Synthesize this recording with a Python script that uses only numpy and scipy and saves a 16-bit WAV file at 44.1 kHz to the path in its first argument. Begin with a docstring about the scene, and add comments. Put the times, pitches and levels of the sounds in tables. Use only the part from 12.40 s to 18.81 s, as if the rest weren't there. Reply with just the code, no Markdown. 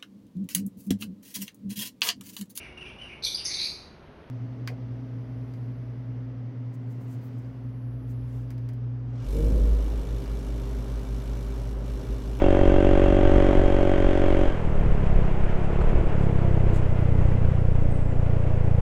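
"""A hard exhaust bark, close up: a single-cylinder scooter pulling, heard from the rider's chest.
After two seconds the throttle shuts, the revs fall and the bark gives way to a soft putter of gas puffs.
Underneath, tyre roar on concrete, air hiss and the whine of the final drive sink with the road speed.
Gusts buffet the microphone, bumps and stones knock on the bodywork, and a thin whistle slips by late on."""
import sys
import numpy as np
from scipy import signal
from scipy.fft import rfft, irfft
from scipy.io import wavfile
from scipy.ndimage import uniform_filter1d, map_coordinates

SR = 44100
rng = np.random.default_rng(int(sys.argv[2]) if len(sys.argv) > 2 else 0)


def master_out(mix):
    """Clip the mix to full scale and print it as 16-bit PCM to the path in sys.argv[1]."""
    frames = np.transpose(np.atleast_2d(mix))
    ceiling = np.clip(frames, -1, 1)
    pcm = np.round(ceiling * 32767).astype(np.int16)
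    wavfile.write(sys.argv[1], SR, pcm)


N = 282681
TIME = np.arange(N) / SR
SHUT_AT_S = 2.045  # the throttle closes

# Tone of the faint hiss bed: freq_hz, level_db
BED_SPECTRUM = [(3000, -2.5), (5200, -1), (7800, -2), (9500, -6), (13500, -15.5), (15500, -20)]

# Grit scuffed by the tyres: centre_s, half_length_s, level_db
SCUFFS = [(3.83, .03, -63), (4.36, 0.017, -56.5), (4.372, 0.03, -66), (4.872, .05, -67.5)]
# Tone of grit and small fittings: freq_hz, level_db
GRIT_SPECTRUM = [(1500, -8), (2500, 0), (4200, 1), (5400, -3.5), (7300, 2.5), (9500, -5), (12000, -8.5),
                 (14000, -13.5), (15500, -21.5)]
# Bodywork knocks over bumps: start_s, level_db, decay_s
KNOCKS = [(2.82, -34, 0.038), (3.408, -26.5, 0.0086), (3.981, -28.5, .009), (5.236, -38, 0.0047)]
# Dull tone of those knocks: freq_hz, level_db
KNOCK_SPECTRUM = [(400, -19), (800, 9), (1400, 5.5), (2200, -12), (3300, -20), (4500, -20), (9000, -48)]
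# Stones hitting the bodywork: start_s, level_db, pitch_hz
STONE_TICKS = [(2.79, -63, 12000), (3.417, -50, 7900), (3.783, -49, 3500), (4.205, -59, 11000),
               (4.52, -60, 10000), (4.603, -54, 10000), (4.815, -54, 6500), (5.018, -62, 11520),
               (5.052, -50, 4200)]

# Road speed, as the mesh rate of the final drive: time_s, mesh_hz
GEAR_MESH = [(0, 347), (2.2, 368.7), (3.1, 365.4), (3.5, 351.3), (4.35, 328), (5.6, 279), (6.41, 256.5)]
# Fader ride of the gear whine: time_s, level_db
WHINE_LEVEL = [(2.2, -61), (2.7, -42.5), (3.2, -42.5), (3.8, -45.5), (4.35, -42.5), (4.8, -48.5),
               (5.4, -43.5), (5.95, -44), (6.41, -48)]
# Coarse stretches of concrete: centre_s, half_length_s, boost_db
COARSE_PATCHES = [(1.104, 0.17, 5.5), (3.6, 0.19, 3.5), (4.234, 0.23, 2), (6.1, 0.2, 4.5)]
# Tone of the tyre roar: freq_hz, level_db
ROAR_SPECTRUM = [(100, -10), (210, -3.5), (280, 1), (360, 0), (450, 1.5), (600, 1), (720, -3.5),
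                 (900, -10.5), (1300, -18), (3000, -49.5)]
# Tone of the air hiss: freq_hz, level_db
HISS_SPECTRUM = [(500, -9), (1000, 3.5), (1180, -1.5), (1400, 0), (1600, -3), (2300, -5.5), (2800, -9),
                 (3300, -14.5), (3900, -23), (4500, -26.5), (7800, -32.5), (9500, -42.5), (13500, -47.5),
                 (15500, -50)]

# Steady wind on the microphone: time_s, rumble_db, flutter_db
WIND_LEVELS = [(0, -24.5, -36), (.8, -20.5, -36), (1.8, -24.5, -38), (2.2, -25.5, -41), (3.05, -25.5, -39),
               (4.0, -36.5, -34.5), (4.6, -35, -35), (5.05, -31, -33), (5.45, -23.5, -39), (5.75, -33, -40),
               (6.41, -41, -43)]
# Gusts on top of it: centre_s, half_length_s, rumble_change_db, flutter_change_db
GUSTS = [(2.463, 0.083, 4, 11), (2.625, 0.02, 5, 16.5), (2.762, 0.089, 7, -2), (3.435, 0.038, 11.5, -3),
         (3.586, 0.063, 13, 11.5), (4.312, 0.086, 17.5, 6), (4.761, 0.04, -5, 7.5), (4.85, .03, 8.5, -2),
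         (5.525, 0.04, -4, 10), (5.65, 0.022, 1, 2), (5.91, .03, 4, 1), (6.078, 0.022, 15, 10)]
# Sub-bass sway of the largest eddies: freq_hz, level_db
SWAY_SPECTRUM = [(4, 1.5), (11, 2), (19, -8.5), (28, -16), (60, -44.5)]
# Rumble of the middle eddies: freq_hz, level_db
RUMBLE_SPECTRUM = [(14, -12), (24, -9.5), (34, -14), (50, -18), (65, -27.5), (110, -33.5), (300, -63.5)]
# Flutter of the smallest eddies: freq_hz, level_db
FLUTTER_SPECTRUM = [(35, -4), (65, 0), (115, -0.5), (160, -6.5), (230, -8), (350, -13.5), (800, -35.5)]

# Engine revs: time_s, firing_hz
FIRING_RATE = [(0.0, 46.54), (0.35, 46.9), (1.21, 46.77), (2.04, 46.14), (2.34, 37.11), (2.66, 33.24),
               (2.94, 31.96), (3.32, 35.11), (3.66, 36.07), (4.02, 32.46), (4.39, 31.04), (5.36, 29.58),
               (6.41, 28.63)]
# Tone of the intake drone: freq_hz, level_db
DRONE_SPECTRUM = [(200, -50), (300, -25), (355, -3), (390, -14), (435, 5), (470, 3), (520, -23), (900, -54)]
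# Exhaust puff while the cylinder only pumps: freq_hz, level_db
PUMP_SPECTRUM = [(20, -20.5), (33, -12.5), (66, 1), (100, -0.5), (135, -0.5), (170, -1), (205, -5.5),
                 (240, -20), (275, -23), (335, -20), (410, -14.5), (480, -22.5), (560, -26.5), (610, -27),
                 (800, -33.5), (1500, -56)]
# Exhaust puff while it fires weakly: freq_hz, level_db
PUTTER_SPECTRUM = [(15, -27.5), (29, -10), (58, -5.5), (88, 0.5), (117, -1), (146, -5), (175, -13.5),
                   (204, -15), (238, -32.5), (290, -32), (350, -31), (440, -24), (520, -24), (750, -56.5),
                   (1500, -56)]
# Gas rush behind each puff: freq_hz, level_db
CHUFF_SPECTRUM = [(250, -9), (350, 0.5), (425, 6), (650, 3), (1000, -17), (2500, -29.5)]
# Fader ride of the putter: time_s, level_db
PUTTER_LEVEL = [(2.35, -25.5), (2.85, -24.5), (3.1, -29), (3.35, -25), (3.68, -28), (3.8, -20.5),
                (4.15, -19.5), (4.5, -21.5), (4.7, -19.5), (5.3, -19.5), (5.5, -21), (5.7, -23),
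                (5.87, -19.5), (6.1, -22), (6.41, -17)]
# Silencer tone, on harmonics of the firing rate under load: harmonic, level_db
BARK_HARMONICS = [(1, 1.5), (2, -1), (3, -10.5), (4, -6.5), (5, -9.5), (6, -2.5), (7, -1), (8, -1.5),
                  (9, -6.5), (10, -16), (11, -11), (12, -1), (13, -7), (14, -19), (15, -16), (16, -12),
                  (17, -19.5), (18, -24), (19, -23.5), (20, -39.5)]
# Gas rush with each bark: freq_hz, level_db
BLAST_SPECTRUM = [(130, 2.5), (280, -11), (480, 5), (700, -2.5), (900, -13.5), (1300, -36.5), (3000, -57.5)]
# Rasp of intake and valve gear: freq_hz, level_db
RASP_SPECTRUM = [(300, -28), (700, 3), (1100, -0.5), (1500, -3.5), (1850, -6.5), (2200, -4.5), (2500, -8),
                 (3250, -7.5), (3750, -18), (4800, -25), (6400, -25), (8500, -33), (11000, -39),
                 (15000, -58)]
# Engine casing modes, early and late in the pull: pitch_hz, width_hz, early_db, late_db
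CASING_MODES = [(1552, 35, -3.5, -0.5), (1583, 72, 3.5, -0.5), (2177, 74, -9, -9.5), (2220, 51, -12, -5),
                (2717, 88, 1, -24), (2830, 97, -8, -13.5), (3106, 92, -23, -12), (3195, 43, -6.5, -5.5),
                (3340, 170, -6, -22.5), (6180, 360, -21.5, -32)]


def from_db(db):
    """Decibels to gain."""
    return 10 ** (np.asarray(db) / 20)


def rms_one(x):
    """Scaled to rms 1."""
    return x / np.sqrt(np.mean(x ** 2) + 1e-20)


def automation(rows, column=1):
    """One column of a breakpoint curve at every sample."""
    columns = np.transpose(rows)
    return np.interp(TIME, columns[0], columns[column])


def since(start_s):
    """Seconds since a moment; zero before it."""
    return np.maximum(TIME - start_s, 0)


def ramp(start_s, takes_s):
    """A straight fade from 0 to 1."""
    return np.clip(since(start_s) / takes_s, 0, 1)


def settle(start_s, rise_s):
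    """An exponential fade from 0 towards 1."""
    return 1 - np.exp(-since(start_s) / rise_s)


def swell(centre_s, half_length_s):
    """A bell curve of height 1."""
    return np.exp(-.5 * ((TIME - centre_s) / half_length_s) ** 2)


def held(start_s, end_s, rise_db_per_s, fall_db_per_s):
    """A gain of 1 from start to end, with a fade on either side."""
    return from_db(-rise_db_per_s * np.maximum(start_s - TIME, 0) - fall_db_per_s * since(end_s))


def struck(start_s, decay_s):
    """The envelope of a hit: quick attack, exponential tail."""
    return settle(start_s, .54 * decay_s) * np.exp(-since(start_s) / decay_s)


def drift(rate_hz):
    """A slow random wobble; rms about 1."""
    hop, run_in = 40, 2000
    pole = np.exp(-2 * np.pi * hop * rate_hz / SR)
    white = rng.standard_normal(N // hop + run_in + 2)
    slow = signal.lfilter([1], [1, -2 * pole, pole * pole], white)[run_in:]
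    return np.interp(np.arange(N) / hop, np.arange(len(slow)), rms_one(slow))


def eq_curve(spectrum, size, low_cut):
    """Gain per FFT bin, rolled off above the spectrum's range and, with low_cut, below it."""
    hz, db = np.transpose(spectrum)
    log_hz = np.log(np.maximum(np.arange(size // 2 + 1), .5) * SR / size)
    beyond = np.maximum(log_hz - np.log(hz[-1]), 0)
    if low_cut:
        beyond += np.maximum(np.log(hz[0]) - log_hz, 0)
    return from_db(np.interp(log_hz, np.log(hz), db) - 20 * beyond)


def colour(x, spectrum, size=16384):
    """Minimum-phase EQ, so the ring follows each hit; rms 1."""
    cepstrum = irfft(np.log(eq_curve(spectrum, size, low_cut=True)))[:size // 2]
    cepstrum[1:] *= 2
    impulse = irfft(np.exp(rfft(cepstrum, size)))
    return rms_one(signal.fftconvolve(x, impulse)[:N])


def noise(spectrum):
    """Coloured noise; rms 1."""
    return colour(rng.standard_normal(N), spectrum)


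def resonate(x, pitch_hz, width_hz):
    """One resonance with steep skirts; rms 1."""
    edges_hz = [pitch_hz - width_hz / 2, pitch_hz + width_hz / 2]
    return rms_one(signal.sosfilt(signal.butter(2, edges_hz, "band", fs=SR, output="sos"), x))


def tone(hz):
    """A gliding sine; rms 1."""
    return np.sqrt(2) * np.sin(2 * np.pi * np.cumsum(hz) / SR)


def throb(cycle, peak_at, depth_db, sharpness):
    """A gain that swells once in every engine cycle; rms 1."""
    bump = np.exp(sharpness * (np.cos(2 * np.pi * (cycle - peak_at)) - 1))
    return rms_one(from_db(depth_db * bump))


def hiss_bed():
    """A faint steady hiss under everything."""
    return from_db(-67) * noise(BED_SPECTRUM)


def whistle():
    """A thin, wavering note holds for an instant, then slides down and fades; a diffuse echo trails it."""
    start_s, length_s, hold_s = 5.515, .235, .02
    top_hz, sag_hz_per_s, waver_hz, echo_decay_s = 8500, 6000, 70, .035
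    falling_s = np.minimum(since(start_s + hold_s), 2 * length_s)
    gate = held(start_s, start_s + length_s, rise_db_per_s=1498, fall_db_per_s=264)
    level_db = -63.5 - 14 * settle(start_s, .13) + 2.5 * drift(50)
    note = gate * from_db(level_db) * tone(top_hz - sag_hz_per_s * falling_s + waver_hz * drift(90))
    tail = rng.standard_normal(SR // 2) * np.exp(-TIME[:SR // 2] / echo_decay_s)
    echo = signal.fftconvolve(note, tail / np.linalg.norm(tail))[:N]
    return note + from_db(-5) * echo


def grains(per_s):
    """Tiny random contacts of uneven size, each a dry, bright click; rms 1."""
    sizes = from_db(-2 * np.minimum(rng.exponential(1, N), 4)) * rng.choice([-1, 1], N)
    return colour(sizes * (rng.random(N) < per_s / SR), GRIT_SPECTRUM)


def grit_and_fittings():
    """The tyres scuff up short swishes of grit; loose fittings rattle faintly along the rough stretch."""
    swishes = sum(from_db(db) * swell(s, half_length_s) for s, half_length_s, db in SCUFFS)
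    rattle = from_db(-73) * swell(centre_s=4.2, half_length_s=.8)
    return swishes * grains(per_s=3000) + rattle * grains(per_s=160)


def bodywork(firing_hz):
    """Bumps knock, stones tick and a panel buzzes in sympathy with the engine, over a faint steady ring."""
    knocks = sum(from_db(db) * struck(s, decay_s) for s, db, decay_s in KNOCKS) * noise(KNOCK_SPECTRUM)
    contact = rng.standard_normal(N)
    ticks = sum(from_db(db) * struck(s, decay_s=.0035) * resonate(contact, hz, width_hz=1500)
                for s, db, hz in STONE_TICKS)
    shaken = 1 / (1 + ((firing_hz - 30.45) / .18) ** 2)  # peaks as the revs pass the panel's resonance
    panel = from_db(-63.5 + 10 * shaken) * resonate(rng.standard_normal(N), pitch_hz=2033, width_hz=87)
    ring = from_db(-56.5) * resonate(rng.standard_normal(N), pitch_hz=837, width_hz=17)
    return knocks + ticks + panel + ring


def road(cycle, mesh_hz):
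    """Tyre roar and gently throbbing air hiss, both louder at speed and on coarse concrete."""
    speed_db = 13 * np.log2(mesh_hz / mesh_hz.max())
    coarse_db = sum(db * swell(s, half_length_s) for s, half_length_s, db in COARSE_PATCHES)
    roar = from_db(-35 + speed_db + coarse_db + .25 * drift(12)) * noise(ROAR_SPECTRUM)
    hiss = from_db(-42.5 + speed_db + .57 * coarse_db + drift(9.5)) * noise(HISS_SPECTRUM)
    return roar + hiss * throb(cycle, peak_at=.17, depth_db=1.5, sharpness=1.1)


def gear_whine(mesh_hz):
    """The meshing teeth of the final drive sing an unsteady note and its octave."""
    pitch_hz = mesh_hz * (1 + .016 * drift(22))
    level = from_db(automation(WHINE_LEVEL) + 2.8 * drift(14))
    return level * (tone(pitch_hz) + from_db(-9.5) * tone(2 * pitch_hz))


def eddies(spectrum):
    """Turbulence, compressed so that its eddies come with similar strength; rms 1."""
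    turbulence = noise(spectrum)
    power = uniform_filter1d(turbulence ** 2, size=SR // 10)
    return rms_one(turbulence / np.sqrt(power + .071))


def wind():
    """Large eddies rock the microphone's diaphragm; smaller ones rumble and flutter in lumps and gusts."""
    flicker_db = 1.9 * drift(17)
    buffet_db = 4.5 * np.tanh(drift(6.5))
    rumble_db = automation(WIND_LEVELS) + buffet_db
    flutter_db = automation(WIND_LEVELS, column=2) + flicker_db + buffet_db
    for centre_s, half_length_s, rumble_change_db, flutter_change_db in GUSTS:
        gust = swell(centre_s, half_length_s)
        rumble_db += rumble_change_db * gust
        flutter_db += flutter_change_db * gust
    sway = from_db(-20) * eddies(SWAY_SPECTRUM)
    rumble = from_db(rumble_db) * eddies(RUMBLE_SPECTRUM)
    return sway + rumble + from_db(flutter_db) * noise(FLUTTER_SPECTRUM)


def strokes(cycle, opens_at, uneven_db, jitter):
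    """One click a cycle as the exhaust valve opens; opens_at and jitter are fractions of a cycle."""
    number = np.arange(int(cycle[-1]) + 1)
    timing, strength = rng.standard_normal((len(number), 2)).T
    clicks = np.zeros(N + 1)
    clicks[np.searchsorted(cycle, number + opens_at + jitter * timing)] = from_db(uneven_db * strength)
    return clicks[:N]


def puffs(clicks, spectrum, size=4096):
    """Each click lets out a smooth slug of gas: pressure rises, then swings as far below; rms 1."""
    gain = eq_curve(spectrum, size, low_cut=False)
    slug = np.roll(irfft(1j * gain), size // 2) * np.hanning(size)
    return rms_one(signal.fftconvolve(clicks, slug, "same"))


def intake_drone(beats):
    """A brief touch of throttle makes the intake drone on the engine's beat."""
    touch = held(start_s=3.31, end_s=3.63, rise_db_per_s=58, fall_db_per_s=130)
    return touch * from_db(-42.5 + 1.5 * drift(14)) * puffs(beats, DRONE_SPECTRUM)


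def engine_coasting(cycle):
    """Off the throttle the cylinder pumps soft puffs, which deepen as it fires weakly again."""
    burn = settle(start_s=3.69, rise_s=.43)
    beats = strokes(cycle, opens_at=.2387, uneven_db=0, jitter=.0021)
    putter = (1 - burn) * puffs(beats, PUMP_SPECTRUM) + burn * puffs(beats, PUTTER_SPECTRUM)
    chuff = from_db(-22.5) * noise(CHUFF_SPECTRUM) * throb(cycle, peak_at=.5, depth_db=3, sharpness=3.1)
    waver_db = .5 * drift(7.8)  # the putter wavers in the moving air
    level = settle(SHUT_AT_S, rise_s=.16) * from_db(automation(PUTTER_LEVEL) + waver_db)
    return level * (putter + chuff) + intake_drone(beats)


def casing_ring(cycle, burst, late):
    """Firing blows and loose rattle ring the casing; its modes crossfade from early to late levels."""
    blows = rms_one(strokes(cycle, opens_at=.9, uneven_db=1.5, jitter=.0012))
    rattle = from_db(-2.5) * rng.standard_normal(N) * burst
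    return rms_one(sum(from_db(early_db + late * (late_db - early_db)) * resonate(blows + rattle, hz, width)
                       for hz, width, early_db, late_db in CASING_MODES))


def valve_rasp(cycle, burst, repeat_share=.25, size=900):
    """Intake and valve gear rasp in bursts: some contacts repeat every cycle, the rest never do."""
    pattern = rng.standard_normal(size)
    repeating = rms_one(map_coordinates(pattern, [cycle % 1 * size], order=3, mode="grid-wrap"))
    clatter = np.sqrt(repeat_share) * repeating + np.sqrt(1 - repeat_share) * rng.standard_normal(N)
    return colour(clatter * burst, RASP_SPECTRUM)


def disperse(x, corner_hz, stages):
    """All-pass smear: the highs of a pulse arrive first and the lows trail behind."""
    pole = np.exp(-2 * np.pi * corner_hz / SR)
    for _ in range(stages):
        x = signal.lfilter([-pole, 1], [1, -pole], x)
    return x


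def exhaust_bark(cycle, loaded_firing_hz=46.7):
    """Hard blow-downs ring the silencer, each with a blast of gas from the pipe."""
    silencer = [(harmonic * loaded_firing_hz, db) for harmonic, db in BARK_HARMONICS]
    silencer += [(1200, -31.5), (2000, -46), (4000, -71.5)]  # treble roll-off
    blowdowns = strokes(cycle, opens_at=.885, uneven_db=.54, jitter=.00021)
    bark = disperse(colour(blowdowns, silencer), corner_hz=398, stages=3)
    blast = noise(BLAST_SPECTRUM) * throb(cycle, peak_at=.923, depth_db=14, sharpness=3.5)
    return from_db(-19) * bark + from_db(-35.5) * blast


def engine_pulling(cycle):
    """The throttle is held, eased a little, then shut: the bark dies first, rasp and casing linger."""
    bark_fall_db_per_s, linger_fall_db_per_s, casing_hang_s = 136, 73, .049
    eased = ramp(start_s=1.06, takes_s=.17)
    late = ramp(start_s=.74, takes_s=.34)  # the casing changes colour and the rasp fills out
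    exhaust_db = -2.5 * eased - bark_fall_db_per_s * since(SHUT_AT_S)
    casing_db = -46 - linger_fall_db_per_s * since(SHUT_AT_S + casing_hang_s)
    rasp_db = -38 + 1.5 * late - 1.6 * eased - linger_fall_db_per_s * since(SHUT_AT_S)
    burst = throb(cycle, peak_at=.95, depth_db=8.5, sharpness=3.5)
    return (from_db(exhaust_db) * exhaust_bark(cycle)
            + from_db(casing_db) * casing_ring(cycle, burst, late)
            + from_db(rasp_db) * valve_rasp(cycle, burst))


def scene():
    """Engine, road and wind, mixed in mono at the rider's chest."""
    firing_hz, mesh_hz = automation(FIRING_RATE), automation(GEAR_MESH)
    cycle = np.cumsum(firing_hz) / SR  # running count of engine cycles
    engine = engine_pulling(cycle) + engine_coasting(cycle)
    ride = road(cycle, mesh_hz) + gear_whine(mesh_hz) + bodywork(firing_hz)
    return (engine + ride + wind() + grit_and_fittings() + whistle() + hiss_bed())[None]


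def record(dry):
    """Soft-clip the peaks, fade the last instant and cut the extreme top."""
    ceiling, fade_s, stopband_hz = .7, .004, 16416
    rounded = dry / (1 + (dry / ceiling) ** 8) ** (1 / 8)
    fade = np.minimum((TIME[-1] - TIME) / fade_s, 1)
    return signal.sosfilt(signal.cheby2(12, 70, stopband_hz, fs=SR, output="sos"), rounded * fade)


dry = scene()
out = record(dry)
master_out(out)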